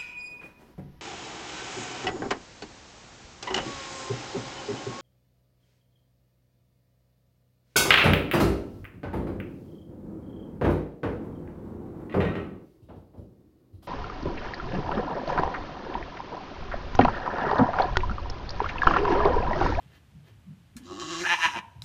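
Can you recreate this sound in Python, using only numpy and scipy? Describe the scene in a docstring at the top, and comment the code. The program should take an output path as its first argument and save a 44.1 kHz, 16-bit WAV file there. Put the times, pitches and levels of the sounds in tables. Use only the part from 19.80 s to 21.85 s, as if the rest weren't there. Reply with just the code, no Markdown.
"""Goat bleat in a small pen

One harsh, close bleat: snaps of the vocal folds and puffs of air start as a creaky hum through the nose,
then the mouth opens and the voice shakes in three hard surges. Dull bumps, rustling wood shavings and
one sharp tick surround it, over a bed of still air. The pen rings briefly with the voice and shavings."""
import sys
import numpy as np
from scipy import signal
from scipy.fft import rfft, irfft
from scipy.io import wavfile
from scipy.ndimage import uniform_filter1d

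SR = 44100
rng = np.random.default_rng(int(sys.argv[2]) if len(sys.argv) > 2 else 0)


def waveform_to_disk(signal):
    """Save audio, clipped to [-1, 1], as 16-bit WAV at the path in sys.argv[1]."""
    frames = np.transpose(np.atleast_2d(signal))
    scaled = np.clip(frames, -1, 1) * 32767
    samples = np.round(scaled).astype(np.int16)
    wavfile.write(sys.argv[1], SR, samples)


N = 90272
T = np.arange(N) / SR

# EQ of the still air: f/Hz, relative level/dB
AIR_EQ = [(25, -38), (60, -4.5), (95, 1), (150, -9.5), (230, -13.5), (420, -25.5), (3000, -31), (5000, -38),
          (15000, -46)]
# rustles of the bedding: t/s, rise/s, decay/s, level/dB
RUSTLES = [(0, 0.01, .13, -66), (.085, 0.085, 0.011, -60.5), (.43, 0.054, 0.036, -61),
           (.965, 0.0074, 0.08, -59)]
# their EQ: f/Hz, relative level/dB
RUSTLE_EQ = [(100, 3), (600, 6), (1250, -1.5), (1800, 4.5), (2100, -1), (3100, 1.5), (5500, -11.5),
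             (9000, -22), (15000, -17)]
# bright scuffs: t/s, rise/s, decay/s, level/dB
SCUFFS = [(.964, 0.003, 0.012, -46.5), (2.0195, 0.0012, 0.0033, -43), (2.028, 0.019, 0.012, -46.5)]
# their EQ: f/Hz, relative level/dB
SCUFF_EQ = [(400, -23), (1500, 2.5), (3500, -3.5), (6000, -0.5), (9500, -3.5), (15000, -14)]
# slaps off nearby boards: delay/s, gain
BOARD_ECHOES = [(.0029, 0.13), (.0037, -.25), (.0094, .2)]
# decay of the pen's tail: f/Hz, t60/s
PEN_T60 = [(160, .3), (600, 1), (990, 0.5), (2500, .48), (6000, .9), (14000, 0.02)]
# EQ of that tail: f/Hz, relative level/dB
PEN_EQ = [(100, 9), (780, -2), (990, 6), (1200, -1.5), (2600, -1), (6000, -15), (14000, 18)]
# dull bumps and shuffles: t/s, rise/s, decay/s, f/Hz, level before the band-pass/dB
BUMPS = [(0.025, 0.037, 0.019, 135, -49), (.335, 0.024, 0.046, 153.4, -45), (.38, 0.18, .1, 97, -53.5),
         (0.645, 0.07, 0.05, 168.4, -42), (0.95, 0.0045, 0.023, 240, -39.5),
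         (.953, 0.0058, 0.035, 94.5, -47), (0.993, .005, 0.07, 249, -46), (1.655, .015, .03, 200, -47),
         (1.755, .01, .025, 190, -43), (1.951, 0.03, 0.13, 112, -44)]

# pulse rate of the vocal folds: t/s, f/Hz
PITCH = [(1.11, 90), (1.205, 116), (1.228, 156), (1.28, 153), (1.315, 172), (1.345, 163), (1.385, 167),
         (1.415, 180), (1.445, 176), (1.48, 164), (1.525, 177), (1.56, 166), (1.64, 165), (1.7, 152),
         (1.76, 112)]
# turbulent air in the voice: t/s, roughness/0-1
ROUGHNESS = [(1.06, .75), (1.1, .25), (1.2, .27), (1.26, .55), (1.3, .28), (1.37, .28), (1.41, .7),
             (1.48, .6), (1.495, .17), (1.538, .15), (1.555, .72), (1.61, .62), (1.628, .13), (1.657, .13),
             (1.675, .7), (1.73, .7), (1.755, .28), (1.79, .55)]
# faders of the nasal voice: t/s, hum/dB, nasal resonance/dB, rasp/dB
NOSE = [(1.06, -57, -61, -56), (1.09, -55, -48, -56.5), (1.102, -43.5, -45.5, -53.5),
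        (1.15, -45.5, -54, -51), (1.19, -46.5, -44, -51), (1.198, -45.5, -57, -41),
        (1.228, -44.5, -34.5, -42.5), (1.268, -49, -54, -45), (1.29, -44, -45, -41),
        (1.338, -45, -40, -37.8), (1.405, -45, -44.5, -40.5), (1.428, -42, -52, -40)]
# EQ of the hum: f/Hz, relative level/dB
HUM_EQ = [(60, -28), (110, -15), (170, -6.5), (240, -6), (335, -1), (365, 2.5), (405, -13), (455, -37),
          (510, -8.5), (640, -20), (820, -10), (1400, -80)]
# EQ of the nasal rasp: f/Hz, relative level/dB
NOSE_RASP_EQ = [(450, -45), (900, -22), (1620, 5), (2200, -2), (2550, -2.5), (2850, 6.5), (3450, 2),
                (3950, 8), (4400, 1), (5200, 0.5), (7400, -1.5), (7900, -11), (10000, -27), (15000, -37)]
# antiresonances of the throat: f/Hz, width/Hz
THROAT_DIPS = [(445, 45), (3380, 80), (3690, 70), (4235, 200)]
# three surges through the mouth: t/s, upper resonances/dB, first resonance/dB
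SURGES = [(1.435, -41, -48), (1.467, -28, -38), (1.482, -35, -48), (1.498, -25.5, -31.5),
          (1.537, -24, -24.5), (1.556, -36, -56), (1.583, -42.5, -38), (1.615, -29.5, -42),
          (1.638, -26, -27.5), (1.654, -22, -22), (1.668, -31.5, -46), (1.684, -32, -33), (1.697, -41, -54),
          (1.728, -48, -45), (1.75, -38, -35), (1.79, -36, -35)]
# EQ of the upper resonances: f/Hz, relative level/dB
MOUTH_RING_EQ = [(400, -36), (900, -22), (1230, -1), (1600, 0), (1900, 5.5), (2080, -3), (2400, 5.5),
                 (2900, 1.5), (3400, -8), (4050, -5), (4400, -19), (8000, -58)]
# the jaw bends the first resonance: t/s, ratio to FIRST_HZ
JAW = [(1.43, 0.89), (1.52, 0.977), (1.65, 1.022), (1.79, 0.942)]
# second resonance, dropping as the lips part, then ringing with the open mouth: t/s, f/Hz, level/dB
LIPS = [(1.405, 2720, -52), (1.429, 1750, -50), (1.436, 1560, -31), (1.465, 1680, -32), (1.485, 1680, -35),
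        (1.525, 1790, -29), (1.565, 1840, -52.5), (1.65, 1693, -26), (1.695, 1620, -60), (1.77, 1590, -38)]
# treble rasp of the open voice: t/s, level/dB
MOUTH_RASP = [(1.39, -54), (1.45, -45), (1.53, -39), (1.57, -48), (1.65, -37), (1.695, -49.5), (1.79, -50)]
# its EQ: f/Hz, relative level/dB
MOUTH_RASP_EQ = [(1500, -33.5), (4000, 6.5), (4600, -7), (5200, 1.5), (6100, 4), (7000, -6.5),
                 (8000, -12.5), (9400, -11), (10500, -23.5), (12500, -19), (15000, -37)]
# low body of the open voice: t/s, level/dB
CHEST = [(1.48, -54), (1.53, -41.5), (1.56, -62), (1.62, -58), (1.655, -42), (1.7, -60), (1.745, -57),
         (1.768, -36), (1.795, -70)]
# its EQ: f/Hz, relative level/dB
CHEST_EQ = [(60, -16), (150, -8), (250, 1), (345, 0), (430, -8.5), (520, 1), (600, -7), (700, 0.5),
            (900, -8.5), (6000, -76)]
# modes of the tick: f/Hz, relative level/dB, t60/s
TICK_MODES = [(3940, -0.5, 0.013), (4900, -19, 0.034)]

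CREAK_HZ = 165  # below this pulse rate the folds lose their rhythm
JITTER, SHIMMER_DB = .09, 5
PUFF_RISE_CYCLES, PUFF_DECAY_CYCLES, PUFF_FLOOR = .06, .25, .22
NASAL_HZ, NASAL_WIDTH_HZ, NOSE_FADE_S = 1135, 165, .025
HOLLOW_HZ, HOLLOW_WIDTH_HZ, HOLLOW_END_S = 2210, 280, 1.305
FIRST_HZ, FIRST_WIDTH_HZ, LIPS_WIDTH_HZ = 980, 160, 280
TAIL_DB, EARLY_DB, EARLY_T60_S = -15.5, -5, .059


def amp(db):
    """Decibels to gain."""
    return 10 ** (np.asarray(db) / 20)


def unit(x):
    """Scales to rms 1."""
    return x / np.sqrt(np.mean(x ** 2) + 1e-20)


def flutter(samples):
    """Random modulation at rms 1, smoothed over this many samples."""
    return unit(uniform_filter1d(rng.standard_normal(N), size=samples))


def curve(rows, col=1):
    """One column of a time table, at every sample."""
    rows = np.array(rows)
    return np.interp(T, rows[:, 0], rows[:, col])


def fader(rows, col=1, rise=.012, release=.004):
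    """Gain from a dB column, faded in before its first row and out after its last."""
    before, after = np.maximum(rows[0][0] - T, 0), np.maximum(T - rows[-1][0], 0)
    return amp(curve(rows, col)) * np.exp(-before / rise - after / release)


def swell(start, rise, decay):
    """Straight rise, then exponential fall."""
    return np.clip((T - start) / rise, 0, 1) * np.exp(-np.maximum(T - start - rise, 0) / decay)


def at_hz(points, hz):
    """Reads a spectrum table on a log-frequency axis."""
    f, value = np.transpose(points)
    return np.interp(np.log(hz + 1), np.log(f), value)


def eq(x, points, size=4096):
    """Minimum-phase EQ that keeps the power of white noise."""
    log_gain = np.log(amp(at_hz(points, abs(np.fft.fftfreq(size, 1 / SR)))))
    taps = np.fft.ifft(np.exp(np.conj(signal.hilbert(log_gain)))).real[:size // 2]
    return signal.oaconvolve(x, taps / np.linalg.norm(taps))[:N]


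def resonate(x, hz, width):
    """Steep resonance that follows hz; its gain makes up for a narrow width."""
    carrier = np.exp(2j * np.pi * np.cumsum(hz * np.ones(N)) / SR)
    r = np.exp(-np.pi * width / SR)
    baseband = signal.lfilter([(1 - r) ** 2], [1, -2 * r, r * r], x / carrier + 1e-18)
    return 2 * (carrier * baseband).real / np.sqrt((1 - r) / 2)


def notch(x, hz, width):
    """An antiresonance."""
    return signal.lfilter(*signal.iirnotch(hz, hz / width, fs=SR), x)


def still_air(level_db=-57):
    """A steady bed of dark room tone."""
    return amp(level_db) * eq(rng.standard_normal(N), AIR_EQ)


def bedding(rows, tone, grain_db=3):
    """Shavings slide over each other in swells of fine grains."""
    grains = unit(rng.standard_normal(N) * amp(grain_db * flutter(120)))
    envelope = sum(amp(db) * swell(start, rise, decay) for start, rise, decay, db in rows)
    return eq(grains * envelope, tone)


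def pen(x):
    """The wet signal: slaps off the nearest boards, a quick scatter and a short tail."""
    t = T[:SR]
    signs = rng.choice([-1., 1.], (2, SR))
    early, late = signs * (rng.random((2, SR)) < .15) * (t > .002)  # sparse reflections
    hz, times, bands = signal.stft(late, SR, nperseg=256)
    decay = np.exp(-np.log(1000) * times / at_hz(PEN_T60, hz)[:, None])
    tail = signal.istft(bands * decay, SR, nperseg=256)[1][:SR]
    tail_tone = amp(at_hz(PEN_EQ, np.fft.rfftfreq(SR, 1 / SR)))
    tail = irfft(rfft(tail / np.linalg.norm(tail)) * tail_tone)
    early = early * np.exp(-np.log(1000) * t / EARLY_T60_S)
    response = amp(TAIL_DB) * tail + amp(EARLY_DB) * early / np.linalg.norm(early)
    slaps = sum(gain * np.interp(T - delay, T, x) for delay, gain in BOARD_ECHOES)
    return signal.fftconvolve(x, response)[:N] + slaps


def bumps(width_hz=50, band_hz=(48, 330)):
    """Soft low thuds, each a short swell of one dull resonance."""
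    out = np.zeros(N)
    for start, rise, decay, hz, db in BUMPS:
        envelope = swell(start, rise, decay)
        thud = envelope * resonate(rng.standard_normal(N), hz, width_hz)
        out += amp(db) * thud * np.linalg.norm(envelope) / np.linalg.norm(thud)
    return signal.sosfilt(signal.butter(3, band_hz, "band", fs=SR, output="sos"), out)


def vocal_folds(rough):
    """Sharp snaps, more uneven as the voice roughens, and the puff of air after each."""
    pitch = curve(PITCH)
    wobble = flutter(260) * (CREAK_HZ / pitch) ** 2
    voiced = T > NOSE[0][0] - NOSE_FADE_S
    cycles = np.cumsum(pitch * (1 + JITTER * rough * wobble) * voiced) / SR
    shimmer = amp(SHIMMER_DB * rough * rng.standard_normal(N))
    snaps = np.diff(np.floor(cycles), prepend=0) * np.sqrt(SR / pitch) * shimmer
    phase = cycles % 1
    gate = PUFF_FLOOR + (1 - np.exp(-phase / PUFF_RISE_CYCLES)) * np.exp(-phase / PUFF_DECAY_CYCLES)
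    puffs = gate / np.sqrt(np.mean(gate[cycles > 0] ** 2)) * rng.standard_normal(N)
    return snaps, puffs


def nose(clean, voice, airy):
    """Hum, nasal ring and rasp; a notch near 2.2 kHz hollows their first part, then fades."""
    hum, ring, rasp = [fader(NOSE, col, NOSE_FADE_S, NOSE_FADE_S) for col in (1, 2, 3)]
    nasal = (eq(clean * hum, HUM_EQ)
             + resonate(voice * ring, NASAL_HZ, NASAL_WIDTH_HZ)
             + eq(airy * rasp, NOSE_RASP_EQ))
    notch_mix = np.clip((HOLLOW_END_S - T) / NOSE_FADE_S + .5, 0, 1)
    return notch_mix * notch(nasal, HOLLOW_HZ, HOLLOW_WIDTH_HZ) + (1 - notch_mix) * nasal


def mouth(clean, voice, airy, puffs):
    """Air hisses between the parting lips, then the open mouth rings in three surges."""
    parting = amp(-41) * swell(start=1.385, rise=.025, decay=.025)
    hiss = resonate(puffs * parting, curve(LIPS), width=1300)
    body = eq(clean * fader(CHEST), CHEST_EQ)
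    first = resonate(voice * fader(SURGES, col=2), FIRST_HZ * curve(JAW), FIRST_WIDTH_HZ)
    second = resonate(voice * fader(LIPS, col=2), curve(LIPS), LIPS_WIDTH_HZ)
    upper = eq(voice * fader(SURGES), MOUTH_RING_EQ)
    rasp = eq(airy * fader(MOUTH_RASP), MOUTH_RASP_EQ)
    return hiss + body + first + second + upper + rasp


def goat():
    """The folds sound through the nose, then the mouth; the treble is airier than the bass."""
    rough = curve(ROUGHNESS)
    snaps, puffs = vocal_folds(rough)
    # three equal-power blends, from least to most breath
    clean, voice, airy = [((1 - breath) * snaps + breath * puffs) / np.hypot(1 - breath, breath)
                          for breath in (.55 * rough, rough, rough ** .55)]
    bleat = nose(clean, voice, airy) + mouth(clean, voice, airy, puffs)
    for hz, width in THROAT_DIPS:
        bleat = notch(bleat, hz, width)
    return bleat


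def tick(start=2.0205, level_db=-28):
    """One small, hard tick: two bright modes that die fast."""
    t = np.maximum(T - start, 0)
    return sum(amp(level_db + db) * np.exp(-np.log(1000) * t / t60) * np.sin(2 * np.pi * hz * t)
               for hz, db, t60 in TICK_MODES)


def scene():
    """Mono mix: goat and bedding feed the pen's reverb; bumps, tick and air stay dry."""
    near = goat() + bedding(RUSTLES, RUSTLE_EQ) + bedding(SCUFFS, SCUFF_EQ)
    air = still_air()
    return (near + pen(near) + bumps() + tick() + air)[None]


def record(dry, cutoff_hz=15050):
    """A steep high cut on the whole mix."""
    high_cut = signal.firwin(511, cutoff_hz, window=("kaiser", 9), fs=SR)
    return signal.oaconvolve(dry, high_cut[None], "same")


dry = scene()
out = record(dry)
waveform_to_disk(out)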